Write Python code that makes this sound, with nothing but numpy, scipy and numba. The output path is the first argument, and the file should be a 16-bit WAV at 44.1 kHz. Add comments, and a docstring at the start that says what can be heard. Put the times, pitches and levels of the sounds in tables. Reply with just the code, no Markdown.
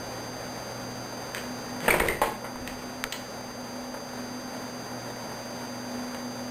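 """A small carpeted room, one cheap camera microphone near a legged robot on a metal-edged case.
The robot's hobby servos hum and tick as they hold the legs, with fan noise behind them.
The case is handled and slowly tilted: a short clatter of knocks, scuffs and ringing fittings,
then a few clicks. The camera adds its own whine, ducks after the knocks and holds each of its
coarse samples, which mirrors the treble."""
import sys
import numpy as np
from scipy import signal
from scipy.io import wavfile
from scipy.ndimage import uniform_filter1d
from numba import njit

SR = 44100
rng = np.random.default_rng(int(sys.argv[2]) if len(sys.argv) > 2 else 0)


def transcribe(u):
    """Save the signal u as a 16-bit wav file named by the first command-line argument.

    u: samples, shape (n,) or (channels, n), limited to [-1, 1]; the rate is SR.
    q: integer samples, one column per channel.
    """
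    v = np.clip(np.atleast_2d(u).T, -1, 1)
    q = np.round(v * 32767).astype(np.int16)
    wavfile.write(sys.argv[1], SR, q)


N = 286650
TIME = np.arange(N) / SR
HIT = SR // 2  # samples in one struck sound


# The most loaded servo, swelling with its effort. Each row: time in seconds, relative level in dB.
SERVO_EFFORT = [(0, -50), (1.3, -50), (1.53, -37.5), (1.62, -47.5), (1.83, -38), (2.12, -48), (2.48, -39),
                (2.85, -38.5), (3.2, -49.5), (3.6, -42), (4.35, -37.5), (4.52, -42), (4.72, -40),
                (5.18, -51.5), (5.35, -41.5), (5.76, -47), (5.95, -35.5), (6.5, -38.5)]
# Its hum sags as the tilt loads the legs. Each row: time in seconds, pitch in Hz.
SERVO_PITCH = [(0, 247), (.9, 248.1), (2.5, 246.7), (2.95, 249.5), (3.55, 244), (4.05, 248.3), (4.5, 247.2),
               (5.3, 244.4), (5.9, 244.6), (6.5, 247)]
# The case under the robot. Each row: mode frequency in Hz, relative level in dB, t60 in seconds.
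CASE_MODES = [(211, -20.5, 0.37), (336, -17, 0.1), (447, -12, 0.11), (593, 3.5, 0.027), (782, -0.5, 0.027),
              (840, -2, 0.051), (949, -0.5, 0.046), (1038, -2.5, 0.046), (1373, -6.5, 0.036),
              (1745, 1.5, 0.011), (1930, -6.5, 0.047), (2240, -13.5, 0.05), (2860, -25.5, 0.013),
              (3605, -9.5, 0.03)]

def servos(hum_db=-1.5, others_db=-48, beat_hz=4.5, tick_db=-49, ticks_per_s=90):
    """One loaded motor hums, the others beat against it; small corrections tick the gears."""
    [effort_db], [hz] = curves(SERVO_EFFORT), curves(SERVO_PITCH)
    hum = undb(effort_db + hum_db + walk(25)) * tone(hz * (1 + 0.0059 * walk(15)))
    others = undb(others_db) * tone((hz + beat_hz) * (1 + 0.01184 * walk(6)))
    kicks = rng.random(N) < ticks_per_s / SR
    scatter_db = 3 * np.clip(rng.standard_normal(N), -2, 2)
    ticks = signal.fftconvolve(kicks * undb(scatter_db), ring(CASE_MODES))[:N]
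    return hum + others + undb(tick_db) * unit(ticks)


# Knocks on the case, near the microphone. Each row: start in seconds, relative level in dB,
# contact cut-off in Hz, then thud, lid ring and room send, each in dB against the knock.
CASE_KNOCKS = [(1.8595, -23, 2430, -20, -16, -13), (1.8804, -4, 1900, -15, -3, -15),
               (1.8848, -8.5, 2200, -7, -18, -5), (1.9404, -4, 1100, -23, -22, -6.5),
               (2.0001, -4, 2300, -7, -18, -25), (2.034, -12.5, 1100, -8, -15, -5.5),
               (2.090, -19, 500, 0, -23, -5), (2.2166, -3.5, 855, -24, 8, -8),
               (2.2315, -12, 2200, -8, 4, -12), (2.4422, -20.5, 1900, -24, -22, -4),
               (2.555, -23.5, 1530, -7, -25, -15), (3.0402, -25, 700, 2, -20, -26),
               (3.941, -24, 1260, -21, -2, -6), (6.1448, -27.5, 2407, -24, 6, -13)]

def knocks(knock_db=-9, rattle_db=-1, thud_hz=45, lid_hz=854, lid_width_hz=330):
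    """A blow rings case and hollow lid, rattles loose parts, thuds into the floor; soft ones are dull."""
    out = np.zeros((2, N))
    body = unit_onset(ring(CASE_MODES))
    lid_band = [lid_hz - lid_width_hz / 2, lid_hz + lid_width_hz / 2]
    for start, db, contact_hz, thud_db, lid_db, room_db in CASE_KNOCKS:
        rattle = unit_onset(colour(burst(t60=0.11), CLICK_SPECTRUM))
        thud = butter(burst(t60=0.063), thud_hz)
        lid = butter(signal.unit_impulse(HIT) + burst(t60=0.088), lid_band, "band")
        hit = unit_onset(butter(body + undb(rattle_db) * rattle, contact_hz))
        hit += undb(thud_db) * thud / np.abs(thud).max()
        hit += undb(lid_db) * lid / np.abs(lid).max()
        place(out, start, undb(db + knock_db) * hit, room_db)
    return out


# Metal fittings in the clatter. Each row: start in seconds, relative level in dB, pitch in Hz,
# chatter in dB against the strike, chatter t60 in seconds.
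FITTING_STRIKES = [(1.9040, -3.5, 2210, 2, 0.078), (2.0002, -6, 2085, 4, 0.023),
                   (2.0845, -3.5, 1970, -3, 0.25)]
# One fitting's modes. Each row: multiple of the pitch, relative level in dB, t60 in seconds.
FITTING_MODES = [(.93, -6, .026), (1, 0, .009), (1.06, -6, 0.026), (1.35, -19, 0.0061), (1.97, -16, 0.0075),
                 (2.07, -24.5, 0.014)]

def clinks(clink_db=-10, room_db=-9):
    """A loose fitting is struck, then chatters on its seat, keeping its close modes ringing roughly."""
    out = np.zeros((2, N))
    for start, db, hz, chatter_db, chatter_t60 in FITTING_STRIKES:
        contact = signal.unit_impulse(HIT) + undb(chatter_db) * burst(chatter_t60)
        modes = ring([(hz * ratio, mode_db, t60) for ratio, mode_db, t60 in FITTING_MODES])
        clink = unit_onset(signal.fftconvolve(contact, modes)[:HIT])
        place(out, start, undb(db + clink_db) * clink, room_db)
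    return out


# Small clicks at the case. Each row: start in seconds, relative level in dB, crackle in dB against
# the snap, crackle t60 in seconds, low cut in Hz, room send in dB.
SMALL_CLICKS = [(1.348, -23, -4, 0.015, 800, -1), (1.3697, -34, 5, .03, 900, -5),
                (1.3806, -28.5, 3, 0.01, 2600, -1), (1.8053, -32.5, -10, .006, 1500, 3),
                (1.9993, -13, -9.5, 0.037, 1290, -20), (2.0851, -18, 2, 0.0062, 1400, -6),
                (2.216, -18.5, 13, 0.089, 1180, 2), (2.676, -23.5, 2, 0.02, 2000, -4),
                (3.0398, -15.5, -8, 0.0033, 80, -15), (3.042, -27, 19, .005, 900, -14),
                (3.124, -19.5, 15, .012, 3030, -4), (3.127, -21.5, 2, .025, 3030, -1.5),
                (6.147, -36.5, -2, .04, 1400, -5)]
# The colour of clicks and rattles. Each row: frequency in Hz, gain in dB.
CLICK_SPECTRUM = [(100, 0.5), (700, -3.5), (1500, 12.5), (2300, 8), (3500, 3.5), (4500, -1), (5500, -4)]

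def clicks(click_db=-4):
    """Fingers and latches make one clean snap, then a brief crackle; tiny parts radiate little bass."""
    out = np.zeros((2, N))
    for start, db, crackle_db, t60, low_cut_hz, room_db in SMALL_CLICKS:
        contact = signal.unit_impulse(HIT) + undb(crackle_db) * burst(t60)
        click = colour(butter(contact, low_cut_hz, "high"), CLICK_SPECTRUM)
        place(out, start, undb(db + click_db) * unit_onset(click), room_db)
    return out


# The case is pushed along. Each row: start and length in seconds, then scuff, rumble and groan in dB.
CASE_SLIDES = [(1.322, 0.25, -52, -69, -53), (1.81, .07, -33, -55, -55), (1.878, 0.074, -17.5, -34, -26.5),
               (1.99, 0.1, -27, -31, -27), (2.208, 0.057, -32.5, -43, -45), (2.548, 0.14, -44, -41.5, -52),
               (2.754, .14, -42, -62, -62)]
# The colour of the scuffing. Each row: frequency in Hz, relative density in dB.
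SCUFF_SPECTRUM = [(80, -21.5), (170, 7), (260, -4.5), (380, 2.5), (800, -5.5), (1500, -7), (2400, -8.5),
                  (3500, -17), (5500, -21.5)]
# Panels driven by the rubbing. Each row: frequency in Hz, relative level in dB, t60 in seconds.
PANEL_MODES = [(166.7, -7.5, 0.19), (339, -0.5, 0.072), (400, -1, 0.14), (444, -1, 0.19)]

def slides(grain_db=3.5):
    """The case scuffs in uneven slips, which make its panels groan, and rumbles as it shifts."""
    gains = sum(np.outer(undb(levels), push(start, length)) for start, length, *levels in CASE_SLIDES)
    scuff_gain, rumble_gain, groan_gain = gains
    slips = rng.standard_normal(N) * undb(grain_db * np.tanh(walk(300)))
    scuff = unit(colour(slips, SCUFF_SPECTRUM))
    groan = unit(signal.oaconvolve(slips, ring(PANEL_MODES))[:N])
    return scuff_gain * scuff + groan_gain * groan + rumble_gain * noise(RUMBLE_SPECTRUM)


def push(start, length, attack_s=0.042, t60=0.46):
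    """Envelope of one slide: it builds up, holds while the hand pushes, then dies away."""
    rise = np.clip((TIME - start) / attack_s, 0, 1)
    return rise * np.exp(-np.log(1000) * np.clip((TIME - start - length) / t60, 0, 2))


# Fan and room air behind the robot. Each row: frequency in Hz, relative density in dB.
AIR_SPECTRUM = [(20, -23), (50, -15), (100, -11), (200, -4.5), (330, -6.5), (560, -3), (820, -5.5),
                (1150, -10.5), (1450, -10), (2000, -14.5), (2800, -20), (4000, -21), (5500, -21.5)]
# Faint motor and fan tones. Each row: frequency in Hz, relative level in dB.
FAN_TONES = [(218.5, -54), (290.7, -55.5), (497, -54.5), (543.7, -51), (581, -56), (802, -53.5), (869, -64),
             (1427, -59.5)]
# Low rumble, in the background and under the slides. Each row: frequency in Hz, relative density in dB.
RUMBLE_SPECTRUM = [(15, -4), (30, 5), (52, 4.5), (72, 6), (105, 3), (170, -2.5), (300, -1.5), (900, -76)]

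def fans(air_db=-38, mains_hz=120, mains_db=-51, tone_db=-1, rumble_db=-54, fall_db_per_s=1.5):
    """Steady rushing air with mains hum and wavering motor tones, over a rumble that slowly fades."""
    air = noise(AIR_SPECTRUM) * undb(air_db + 0.6 * walk(11))
    mains = undb(mains_db + 1.9 * walk(5.4)) * tone(mains_hz + 0.5 * walk(4.76))
    tones = sum(undb(db + tone_db) * tone(hz * (1 + 0.00336 * walk(5))) for hz, db in FAN_TONES)
    rumble = noise(RUMBLE_SPECTRUM) * undb(rumble_db - fall_db_per_s * TIME)
    return air + mains + tones + rumble


# What the walls send back to the microphone. Each row: frequency in Hz, relative gain in dB.
ECHO_SPECTRUM = [(100, 6), (500, 8), (1000, 5.5), (2500, -0.5), (5500, -1)]

def room(x, gap_s=0.0079, t60=0.38):
    """Diffuse echo of a small carpeted room, building up after a short gap."""
    build_up = 1 - np.exp(-(TIME[:HIT] / gap_s) ** 2)
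    echo = colour(burst(t60) * build_up, ECHO_SPECTRUM)
    return signal.oaconvolve(x, echo / np.linalg.norm(echo))[:N]


def camera_whine(db=-45, hz=4740, drift_hz=0.97, frame_hz=30, block_hz=4):
    """The camera's electronics whistle; the phase slips with every frame and every stored block."""
    frame_slip = 0.58 * signal.sawtooth(2 * np.pi * frame_hz * TIME, 0.1)
    block_slip = 0.12 * signal.sawtooth(2 * np.pi * block_hz * TIME, 0.02)
    phase = 2 * np.pi * np.cumsum(hz + drift_hz * walk(3)) / SR + frame_slip + block_slip
    return undb(db) * np.sqrt(2) * np.sin(phase + 0.06 * walk(150))


def gain_control(x, threshold_db=-17):
    """Loud peaks pull the camera's gain down; most of it returns quickly, the rest over seconds."""
    over_db = 20 * np.log10(np.maximum(np.abs(x) / undb(threshold_db), 1))
    fast_db = follow(over_db, attack_s=0.0037, release_s=0.27)
    slow_db = follow(fast_db, attack_s=0.97, release_s=1.6)
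    return x * undb(-np.maximum(fast_db, slow_db))


@njit
def follow(x, attack_s, release_s):
    """Envelope that rises and falls at different speeds."""
    out, level = np.empty(len(x)), 0.
    for i in range(len(x)):
        level += (x[i] - level) / (SR * (attack_s if x[i] > level else release_s))
        out[i] = level
    return out


def undb(db):
    """Decibels to gain."""
    return 10 ** (np.asarray(db) / 20)


def unit(x):
    """Scale to rms 1."""
    return x / np.sqrt(np.mean(x ** 2))


def unit_onset(x):
    """Scale a hit so its first 5 ms have rms 1."""
    return x / np.sqrt(np.mean(x[:SR // 200] ** 2))


def curves(rows):
    """Each column after the time column as a value per sample."""
    times, *columns = np.transpose(rows)
    return [np.interp(TIME, times, column) for column in columns]


def walk(rate_hz):
    """Smooth random wandering with a spread near 1."""
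    span = max(int(SR / rate_hz), 1)
    steps = np.repeat(rng.standard_normal(N // span + 1), span)
    return 1.271 * uniform_filter1d(uniform_filter1d(steps, span), span)[:N]


def tone(hz):
    """Sine of rms 1 on a moving pitch."""
    return np.sqrt(2) * np.sin(2 * np.pi * np.cumsum(hz) / SR)


def colour(x, points, size=8192):
    """Causal filter with the given (Hz, dB) response."""
    hz, db = np.transpose(points)
    bins = np.maximum(np.abs(np.fft.fftfreq(size, 1 / SR)), 1)
    log_gain = np.log(undb(np.interp(np.log(bins), np.log(hz), db)))
    response = np.fft.ifft(np.exp(np.conj(signal.hilbert(log_gain)))).real  # minimum phase
    return signal.oaconvolve(x, response[:size // 2])[:len(x)]


def noise(spectrum):
    """Steady coloured noise of rms 1."""
    return unit(colour(rng.standard_normal(N), spectrum))


def butter(x, hz, kind="low", order=2):
    """Butterworth filter, low-pass by default."""
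    return signal.sosfilt(signal.butter(order, hz, kind, fs=SR, output="sos"), x)


def fade(t60):
    """Half a second of exponential decay, falling 60 dB in t60 seconds."""
    return np.exp(-np.minimum(np.log(1000) * TIME[:HIT] / t60, 20))


def burst(t60):
    """Noise that dies away, with energy 1."""
    x = rng.standard_normal(HIT) * fade(t60)
    return x / np.linalg.norm(x)


def ring(modes):
    """Struck modes (Hz, dB, t60), neighbours swinging in opposite directions."""
    return sum((-1) ** k * undb(db) * fade(t60) * np.sin(2 * np.pi * hz * TIME[:HIT])
               for k, (hz, db, t60) in enumerate(modes))


def place(out, start_s, hit, room_db):
    """Add a hit: row 0 goes straight to the microphone, row 1 into the room."""
    start = int(start_s * SR)
    out[:, start:start + len(hit)] += np.outer([1, undb(room_db)], hit[:N - start])


def scene():
    """Everything that sounds in the room, at one microphone."""
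    direct, into_room = knocks() + clinks() + clicks()
    return (servos() + fans() + slides() + direct + room(into_room))[None]


def record(dry, hold=4, top_hz=15500):
    """The camera holds every fourth sample, so the spectrum is mirrored into the treble."""
    ducked = gain_control(dry[0] + camera_whine())
    narrow = butter(ducked, hz=5512, order=8)
    held = np.repeat(narrow[::hold], hold)[:N]
    top_cut = signal.ellip(10, 0.2, 70, top_hz, fs=SR, output="sos")
    return signal.sosfilt(top_cut, held)[None]


dry = scene()
out = record(dry)
transcribe(out)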